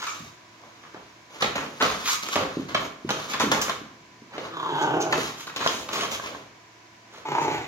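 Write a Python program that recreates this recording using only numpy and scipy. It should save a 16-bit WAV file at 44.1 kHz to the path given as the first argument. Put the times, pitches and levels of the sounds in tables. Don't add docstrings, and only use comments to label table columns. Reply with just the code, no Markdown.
import sys
import numpy as np
from scipy import signal
from scipy.fft import rfft, irfft
from scipy.io import wavfile
from scipy.ndimage import uniform_filter1d

SR = 44100
rng = np.random.default_rng(int(sys.argv[2]) if len(sys.argv) > 2 else 0)


def wav_out(sig):
    wavfile.write(sys.argv[1], SR, np.round(np.clip(np.atleast_2d(sig).T, -1, 1) * 32767).astype(np.int16))


N = 338247

# f/Hz, level/dB, t60/s
TRAY_MODES = [(62.5, -3, 0.5), (113.7, -9, 0.55), (144, -9.5, 0.061), (224, -0.5, 0.045), (310, 0, 0.037),
              (426, 1, 0.036), (546, 3, 0.015), (680, -2.5, 0.025), (810, 0, 0.013)]


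def amp(db):
    return 10 ** (np.asarray(db) / 20)


def evened(x):
    return x / np.sqrt(np.mean(x ** 2) + 1e-20)


def unit(x):
    return x / np.sqrt(np.sum(x ** 2) + 1e-20)


def read(points, hz):
    f, value = np.transpose(points)
    return np.interp(np.log(hz + 1), np.log(f + 1), value)


def colour(x, points):
    gain = amp(read(points, np.fft.rfftfreq(len(x), 1 / SR)))
    return irfft(rfft(x) * gain, len(x))


def band(x, lo_hz, hi_hz, order=3):
    edges_hz = [lo_hz, min(hi_hz, SR / 2 - 100)]
    return signal.sosfilt(signal.butter(order, edges_hz, "band", fs=SR, output="sos"), x)


def drift(count, size):
    smooth = uniform_filter1d(rng.standard_normal(count), size)
    return evened(uniform_filter1d(smooth, size))


def add(mix, s, sound):
    lags = rng.permutation([0, rng.integers(3, 11)])
    for channel, lag in zip(mix, lags):
        start = round(s * SR) + lag
        part = channel[max(start, 0):][:len(sound) + min(start, 0)]
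        part += sound[max(-start, 0):][:len(part)]


def ring(drive, modes):
    out, catches = 0, np.flatnonzero(drive)
    for hz, db, t60 in modes:
        weighted = np.zeros(len(drive))
        weighted[catches] = drive[catches] * rng.standard_normal(len(catches))
        r = np.exp(-np.log(1000) / (t60 * SR))
        poles = [1, -2 * r * np.cos(2 * np.pi * hz / SR), r * r]
        mode = signal.lfilter([1, 0, -1], poles, weighted + 1e-18)
        out = out + amp(db) * unit(mode)
    return out


def resonate(x, hz, width):
    turn = np.exp(2j * np.pi * np.cumsum(hz * np.ones(len(x))) / SR)
    r = np.exp(-np.pi * width / SR)
    smooth = signal.lfilter([1], [1, -2 * r, r * r], x / turn)
    return evened((turn * smooth).real)


def grains(force, per_s, spread_db):
    size = amp(spread_db * np.minimum(rng.exponential(1, len(force)), 3))
    sign = rng.choice([-1, 1], len(force))
    return force * size * sign * (rng.random(len(force)) < per_s / SR)


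def contact_levels(db, weight_db, claw_db, bars_db):
    wires_db, fizz_db = -14 + 0.85 * claw_db, -17 + claw_db
    return db + np.array([0, weight_db, bars_db, wires_db, fizz_db])


def crate(force, levels_db, per_s, spread_db):
    # f/Hz, level/dB, t60/s
    frame_modes = [(914, -10, 0.057), (1100, -2.5, 0.0041), (1103, 3, 0.011), (1364, -1.5, 0.0071),
                   (1660, -3, 0.0028), (1850, -15.5, 0.012)]
    bar_modes = [(2200, -0.5, 0.003), (2640, 3, 0.0012), (3033, -9.5, 0.027), (3560, 1, 0.0036),
                 (4370, -3, 0.0032)]
    wire_modes = [(5120, -3.5, 0.0017), (6410, -14.5, 0.018), (6430, -1.5, 0.0019)]
    bar_spread = 0.081
    drive = np.pad(grains(force, per_s, spread_db), (0, SR // 10))
    detuned = [(hz * (1 + bar_spread * rng.uniform(-0.85, 1)), db, t60) for hz, db, t60 in bar_modes]
    parts = [band(ring(drive, frame_modes), 857, 3140, order=4),
             band(ring(drive, TRAY_MODES), 68, 1120, order=2),
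             band(ring(drive, detuned), 1770, 4950),
             band(ring(drive, wire_modes), 4800, 7370, order=7),
             band(drive, 5300, 14000, order=2)]
    mixed = sum(amp(db) * unit(part) for db, part in zip(levels_db, parts))
    return np.sqrt(SR / 50) * mixed


def knocks(catches_per_s=2200, slips_per_s=700, spread_db=3, bite=0.71, bite_s=0.0059, stutter_db=3):
    # t/s, strength/dB, weight on the tray/dB, claw hardness/dB,
    # ring of the bars/dB, clatter decay/s (held to at least 3 ms)
    blows = [(.067, -35, -19, 1, -6, 0.015), (.835, -47.5, -5, -10, -10.5, 0.039),
             (0.943, -45.5, 5, -13, -14, .025), (1.4212, -25, 1.5, -1, -3, 0.016),
             (1.553, -28.5, 1.5, -2, -8.5, 0.054), (1.659, -46, 2.5, -5, -4, 0.0052),
             (1.799, -38.5, -3, 0, -4, 0.023), (1.821, -21, -1, -0.5, -5.5, 0.026),
             (2.226, -36.5, -2.5, 9, -0.5, 0.053), (2.285, -38.5, -1, 9, -4.5, 0.0071),
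             (2.355, -23.5, 2, -4.5, -8, 0.027), (2.686, -44, -12, 0, -6, 0.026),
             (2.746, -23.5, -1, -10.5, -5.5, 0.0086), (3.089, -28.5, -2.5, -3, -9.5, 0.016),
             (3.104, -32, 4, 2.5, -1.5, 0.0073), (3.335, -29, -4.5, -6, -7, 0.02),
             (3.398, -23.5, -1.5, 3, -7, 0.047), (3.515, -21.5, -1, 2.5, -5.5, 0.025),
             (3.614, -33, -4, 15.5, -1, 0.022), (3.696, -39.5, 1, 2, 2.5, 0.0026),
             (4.379, -41, 9.5, -5, -3.5, 0.014), (5.124, -23.5, -3.5, -4.5, -10.5, 0.0055),
             (5.467, -37, -5, -1, -7.5, 0.026), (5.561, -35.5, -0.5, 5.5, 0, 0.014),
             (5.603, -38, 3, -16, -2, 0.016), (5.887, -35, -2.5, -2, -7, 0.029),
             (5.932, -42, -3, 13, -4, 0.01), (6.115, -43, 7, 15, 4, 0.015)]
    rise_s, rattle_s, chatter_db = .0013, .012, 3.4
    slide_s, slide_db = 0.032, -8.5
    out, t = np.zeros((2, N)), np.arange(SR // 4) / SR
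    for s, db, weight_db, claw_db, bars_db, clatter_s in blows:
        levels_db = contact_levels(db, weight_db, claw_db, bars_db)
        force = (1 - np.exp(-t / rise_s)) * np.exp(-t / max(clatter_s, .003)) * (1 - t / t[-1])
        force *= 1 + bite * np.exp(-t / bite_s)
        rattle = (drift(len(t), size=70) - .5) * (1 - np.exp(-t / rattle_s))
        force *= amp(chatter_db * rattle)
        add(out, s, crate(force, levels_db, catches_per_s, spread_db))
        slide = t / slide_s * np.exp(-t / slide_s) * amp(stutter_db * drift(len(t), size=180))
        add(out, s, crate(slide, levels_db + slide_db, slips_per_s, spread_db))
    return out


def scrapes(bars_db=-6.0, bars_per_claw=0.48):
    # middle t/s, strength/dB, weight on the tray/dB,
    # claw hardness/dB, half length/s
    strokes = [(0.022, -32.5, -11, 2.5, 0.053), (0.139, -41, -2, 9.5, 0.14), (0.652, -56, 9, -5, 0.043),
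               (0.852, -47.5, -1, 4, 0.47), (1.361, -45, 3, 5.5, 0.046), (1.414, -34.5, -7, 2, 0.01),
               (1.649, -49, 8, 14.5, 0.14), (1.814, -24, -3.5, -8, 0.0089), (1.938, -31.5, -1.5, 7.5, 0.13),
               (2.086, -27, -20, 11, 0.028), (2.124, -32, -12, 16, 0.026), (2.329, -31.5, -8.5, 7.5, 0.019),
               (2.42, -33.5, 7.5, -1, 0.05), (2.553, -40.5, -1, 3.5, 0.13), (2.708, -39.5, -0.5, -2, 0.028),
               (2.815, -44.5, 12, 13.5, 0.056), (3.221, -35, -1.5, 6.5, 0.13), (3.312, -36, -4, 8, 0.018),
               (3.559, -35.5, 7, -10, 0.034), (3.69, -29, -4.5, -10, 0.043), (4.355, -39.5, 1, -7.5, 0.036),
               (4.448, -38, 2.5, -2.5, 0.047), (5.214, -30, -4, 8, 0.097), (5.41, -42, -24, 11.5, 0.041),
               (5.668, -24.5, -7.5, -1.5, 0.065), (5.733, -36.5, 6.5, 14, 0.11),
               (5.957, -29, -2.5, 5, 0.031), (6.018, -28, 0.5, 4, 0.054), (6.138, -36.5, -2, 12, 0.032),
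               (6.258, -35.5, -2, 3, 0.039), (6.34, -42, 5, 2, 0.094), (7.172, -45, 2, 2, 0.056)]
    out = np.zeros((2, N))
    catches_per_s, spread_db, stutter_db = 6000, 2.3, 2.4
    for s, db, weight_db, claw_db, half_s in strokes:
        t = np.arange(-2 * half_s, 2 * half_s, 1 / SR)
        stutter = amp(stutter_db * drift(len(t), size=180))
        force = np.exp(-(t / half_s) ** 2) * stutter
        levels_db = contact_levels(db, weight_db, claw_db, bars_db + bars_per_claw * claw_db)
        add(out, s + t[0], crate(force, levels_db, catches_per_s, spread_db))
    return out


def thumps(push_s=0.00392, push_db=2, settle_s=0.041):
    # t/s, level/dB, pitch f/Hz
    landings = [(0.203, -33, 190), (2.568, -15, 275), (2.596, -25, 198), (2.614, -26, 219),
                (2.723, -31, 220), (3.046, -21, 234), (3.435, -11.5, 310), (3.467, -17.5, 214),
                (3.813, -29.5, 240), (4.218, -36.5, 252), (5.18, -15.5, 357)]
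    out, t = np.zeros((2, N)), np.arange(SR // 4) / SR
    for s, db, hz in landings:
        u = (np.pi * hz * (t - push_s)) ** 2
        push = amp(push_db) * (1 - 2 * u) * np.exp(-u)
        catches = grains(np.exp(-t / settle_s), 900, 1.1)
        rumble = band(ring(catches, TRAY_MODES), 96, 1.25 * hz, order=3)
        add(out, s, amp(db) * (push + unit(rumble) * np.linalg.norm(push)))
    return out


def snaps():
    # t/s, peak level/dB
    moments = [(.637, -35), (3.696, -14), (5.6625, -4.5), (6.198, -18.5), (6.349, -23.5)]
    # f/Hz, level/dB, t60/s
    snap_modes = [(680, 13, 0.034), (1076, 18, 0.021), (1570, 8.3, 0.049)]
    out, t = np.zeros((2, N)), np.arange(SR // 20) / SR
    click = sum(amp(db - 60 * t / t60) * np.sin(2 * np.pi * hz * t) for hz, db, t60 in snap_modes)
    for s, db in moments:
        add(out, s, amp(db) * click / abs(click).max())
    return out


def ticks(tick_db=-1, ring_s=0.01, upper_db=-4, crack_s=0.00071, body_db=-4):
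    # t/s, level/dB, pitch f/Hz
    clicks = [(.0675, -21.5, 2320), (1.4217, -17, 3250), (1.8235, -20, 3420), (1.864, -21, 4340),
              (2.2865, -25, 2320), (2.7462, -20, 1740), (3.1055, -16, 3970), (3.3365, -17, 2250),
              (3.398, -16, 3520), (3.516, -19, 3100), (3.696, -19.5, 3800), (3.7184, -32, 3400),
              (5.1248, -24, 2700), (5.5613, -24, 3500), (5.675, -9.5, 3280), (6.0102, -16, 2980),
              (6.1145, -35, 6800)]
    out, t = np.zeros((2, N)), np.arange(SR // 16) / SR
    for s, db, hz in clicks:
        crack = rng.standard_normal(len(t)) * np.exp(-t / crack_s)
        bar = np.sin(2 * np.pi * hz * t) + amp(upper_db) * np.sin(2 * np.pi * 1.47 * hz * t)
        bar *= amp(-60 * t / ring_s)
        jolt = unit(band(crack, 530, 2000, order=2))
        tick = unit(bar) + unit(band(crack, 1500, 5700, order=2)) + amp(body_db) * jolt
        add(out, s, amp(db + tick_db) * tick / abs(tick).max())
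    return out


def drags():
    # middle t/s, level/dB, half length/s
    rubs = [(0.032, -47, 0.016), (.09, -37.5, 0.027), (2.104, -34.5, 0.036), (2.33, -46, 0.02),
            (3.303, -37.5, 0.0084), (3.621, -37, 0.013), (5.718, -44, .02), (6.133, -43, .02)]
    # f/Hz, level/dB, t60/s
    grille_modes = [(1150, 1.5, 0.13), (1252, 4, 0.13), (2271, 0, 0.068), (4680, -11.5, 0.082),
                    (5380, -10, 0.053), (6170, -4, 0.096), (6600, -9, 0.049), (7150, -2.5, 0.051)]
    out = np.zeros((2, N))
    for s, db, half_s in rubs:
        t = np.arange(-2 * half_s, 2 * half_s + .1, 1 / SR)
        sing = ring(grains(np.exp(-(t / half_s) ** 2), 5000, 0.63), grille_modes)
        add(out, s + t[0], amp(db) * np.sqrt(2 * half_s * SR) * unit(band(sing, 1040, 10700)))
    return out


def skates(squeak_hz=6400, fizz_db=-13):
    # middle t/s, level/dB, half length/s
    slides = [(4.824, -42.5, .014), (5.019, -35.5, 0.014), (7.424, -45, 0.019)]
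    out = np.zeros((2, N))
    for s, db, half_s in slides:
        t = np.arange(-2 * half_s, 3 * half_s, 1 / SR)
        drive = grains(np.exp(-(t / half_s) ** 2), 3000, 3.6)
        fizz = evened(band(drive, 6600, 14700))
        rasp = evened(band(drive, 2140, 7000, order=5)) + amp(fizz_db) * fizz
        add(out, s + t[0], amp(db) * (rasp + resonate(drive, squeak_hz, 586)) / 2)
    return out


def growl(curve, flaps_per_s, teeth_open_hz, teeth_closed_hz, teeth_db, flap_share=0.18, chest_db=-8,
          cheek_db=-15.5, mouth_width_hz=245, upper_db=-12, lip_db=-11.0, air_flutter=0.88):
    # f/Hz, level/dB
    rasp_spectrum = [(700, -20), (1300, -12.5), (2200, 0.5), (3600, -2), (4800, -12), (7000, -10.5),
                     (8200, -25), (11000, -20), (15000, -24)]
    folds_hz, fold_jitter, flap_jitter = 150, .12, .05
    rough = .2
    mouth_rest_hz = 1020
    attack_s, release_s = 0.0035, 0.046
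    times, *columns = np.transpose(curve)
    t = np.arange(times[0], times[-1], 1 / SR)
    effort_db, mouth_hz, throat_db, muzzle_db, air_db, depth = (
        np.interp(t, times, column) for column in columns)

    flaps = np.cumsum(flaps_per_s * (1 + flap_jitter * drift(len(t), size=260))) / SR
    depth, since = np.clip(depth, 0, 1), flaps % 1
    gate = 1 - depth + depth * np.exp(-since / flap_share)
    gate /= np.sqrt(uniform_filter1d(gate ** 2, round(SR / flaps_per_s)))

    cycles = np.cumsum(folds_hz * (1 + fold_jitter * drift(len(t), size=150))) / SR
    new_flap = np.diff(np.floor(flaps), prepend=-1) > 0
    cycles -= np.maximum.accumulate(cycles * new_flap)
    pulses = (np.diff(np.floor(cycles), prepend=-1) != 0) * amp(1.1 * drift(len(t), size=100))
    drive = gate * ((1 - rough) * evened(pulses) + rough * rng.standard_normal(len(t)))

    cheek = amp(cheek_db) * resonate(drive, 665, 84)
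    lips = amp(lip_db) * resonate(drive, 1.298 * mouth_hz, 180)
    mouth = resonate(drive, mouth_hz, mouth_width_hz) + cheek + lips
    throat = resonate(drive, 371, 149) + amp(chest_db) * resonate(drive, 152, 34)
    muzzle = resonate(drive, 1570 * (mouth_hz / mouth_rest_hz) ** .33, 130)

    hiss = (1 - air_flutter + air_flutter * gate) * rng.standard_normal(len(t))
    glide = np.linspace(0, 1, len(t)) ** 2
    gap_hz = teeth_open_hz * (teeth_closed_hz / teeth_open_hz) ** glide
    teeth = resonate(hiss, gap_hz, 900) - amp(upper_db) * resonate(hiss, 1.55 * gap_hz, 1200)
    air = amp(teeth_db) * teeth + evened(colour(hiss, rasp_spectrum))

    voice = mouth + amp(throat_db) * throat + amp(muzzle_db) * muzzle + amp(air_db) * air
    edges = np.minimum(1, np.minimum((t - t[0]) / attack_s, (t[-1] - t) / release_s))
    return t[0], amp(effort_db) * edges * band(voice, 84, 15000)


def growls():
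    # t/s, effort/dB, mouth resonance f/Hz, throat/dB, muzzle/dB, air at the teeth/dB,
    # flutter depth (0-1)
    long_curve = [(4.507, -44, 1290, 2, -12, -18, .3), (4.572, -35, 1090, -6, -18, -15.5, 0.8),
                  (4.66, -30, 1060, -9, -20, -20, 0.44), (4.73, -31, 940, 0, -8, -17.5, 0.4),
                  (4.79, -27.5, 920, -7.5, -8, -15.5, 0.4), (4.835, -24, 865, -2.5, -7.5, -21, 0.36),
                  (4.89, -27.5, 880, -1, -10, -20, 0.54), (4.965, -25, 793, 1.5, -10.5, -22, .45),
                  (5.04, -30.5, 760, -2.5, -10, -25, 0.4), (5.2, -30.5, 765, 1.5, -12, -27, 0.4)]
    short_curve = [(7.252, -31.5, 890, -11, -21, -15, 0.54), (7.3, -33.5, 900, 1.5, -16, -10, 0.66),
                   (7.38, -23, 924, -12, -17, -18, 0.59), (7.415, -28, 900, -2, -17, -13, .4),
                   (7.485, -28.5, 840, -0.5, -17, -13, .55), (7.55, -32.5, 870, -3.5, -11, -6, .5),
                   (7.6, -36, 810, -3.5, -10, -10.5, 0.46), (7.69, -45, 825, 2, -9, 0, .4)]
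    out = np.zeros((2, N))
    add(out, *growl(long_curve, flaps_per_s=32.2, teeth_open_hz=3550, teeth_closed_hz=2130, teeth_db=0))
    add(out, *growl(short_curve, flaps_per_s=31, teeth_open_hz=2160, teeth_closed_hz=1900, teeth_db=-3.6))
    return out


def rolls(low_hz=45, high_hz=125):
    # middle t/s, level/dB, half length/s
    shifts = [(0.252, -48, 0.073), (2.7, -49, 0.146), (7.54, -41, 0.13)]
    t = np.arange(N) / SR
    weight = sum(amp(db) * np.exp(-((t - s) / half_s) ** 2) for s, db, half_s in shifts)
    return weight * evened(band(rng.standard_normal(N), low_hz, high_hz))


def spread(mid, side):
    # f/Hz, side against mid/dB
    width_curve = [(60, -16), (170, -15.5), (350, -10.5), (700, -2), (1500, -0.5), (12000, -0.5)]
    side = colour(side, width_curve)
    return np.array([mid + side, mid - side]) / np.sqrt(2)


def reflections(early_db=7, early_s=0.084, gap_s=0.0021):
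    # f/Hz, t60/s
    decay_curve = [(100, 2), (300, 1.04), (1000, 0.78), (4000, 0.61), (12000, .5)]
    t = np.arange(SR) / SR
    density = (t > gap_s) * (1 + amp(early_db) * np.exp(-t / early_s))
    hz, when, z = signal.stft(grains(density, 3000, 0.95), SR, nperseg=256)
    fade = amp(-60 * when / read(decay_curve, hz)[:, None])
    return unit(signal.istft(z * fade, SR, nperseg=256)[1][:SR])


def room(x, turn_hz=9):
    angle = 2 * np.pi * turn_hz * np.arange(N) / SR
    out = np.zeros((2, N))
    for k in range(3):
        turn = np.sqrt(2 / 3) * np.cos(angle + 2 * np.pi * k / 3)
        echoes = spread(reflections(), reflections())
        out += signal.fftconvolve((x * turn)[None], echoes, axes=1)[:, :N]
    return out


def standing(x):
    # f/Hz, width/Hz, level/dB
    wall_modes = [(146.3, 0.77, 11.5), (186.5, 5.8, -2), (220, 3.4, -32), (340, 7.1, -39), (394, 6.4, -1),
                  (642, 3.4, 5.5), (886, 43, -1)]
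    return sum(amp(db) * signal.lfilter(*signal.iirpeak(hz, hz / width, SR), x)
               for hz, width, db in wall_modes)


def background(air_level_db=-53.5, waver=0.085):
    # f/Hz, level/dB
    air_spectrum = [(18, -82), (30, -2), (108, -8), (332, -5), (518, -15), (673, -8), (852, -15.5),
                    (970, -7.5), (1360, -18.5), (1510, -14), (2240, -16), (3230, -22.5), (6210, -25.5),
                    (8720, -35.5), (15500, -44)]
    # f/Hz, level/dB
    hum_tones = [(113, -61.5), (334, -63.5), (996, -63.5), (2261, -72.5)]
    t = np.arange(N) / SR
    air = spread(*(evened(colour(rng.standard_normal(N), air_spectrum)) for _ in range(2)))
    hum = sum(amp(db) * np.sqrt(2) * np.sin(2 * np.pi * hz * t + waver * drift(N, size=5000))
              for hz, db in hum_tones)
    return amp(air_level_db) * np.sqrt(2) * air + hum


def scene(room_db=-1, growl_send_db=-3, snap_send_db=-6, thump_send_db=-4, standing_db=-2):
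    rattle = knocks() + scrapes() + skates() + ticks() + drags()
    paws, clicks, voice = thumps(), snaps(), growls()
    send = rattle + amp(growl_send_db) * voice + amp(snap_send_db) * clicks + amp(thump_send_db) * paws
    send = send[0]
    direct = rattle + voice + paws + clicks
    echoes = amp(room_db) * room(send) + amp(standing_db) * standing(send)
    return direct + echoes + rolls() + background()


def record(dry):
    # f/Hz, level/dB
    response = [(40, -23.5), (100, -4.5), (500, -2.0), (2000, 1.5), (7100, 4.0), (7900, -2.0),
                (9200, -4.5), (11000, -0.5), (15500, -0.5)]
    balance_db = [[-.4], [.4]]
    heard = np.array([colour(channel, response) for channel in dry]) * amp(balance_db)
    low_pass = signal.firwin(511, 16050, window=("kaiser", 9), fs=SR)
    return signal.oaconvolve(heard, low_pass[None], "same")


dry = scene()
out = record(dry)
wav_out(out)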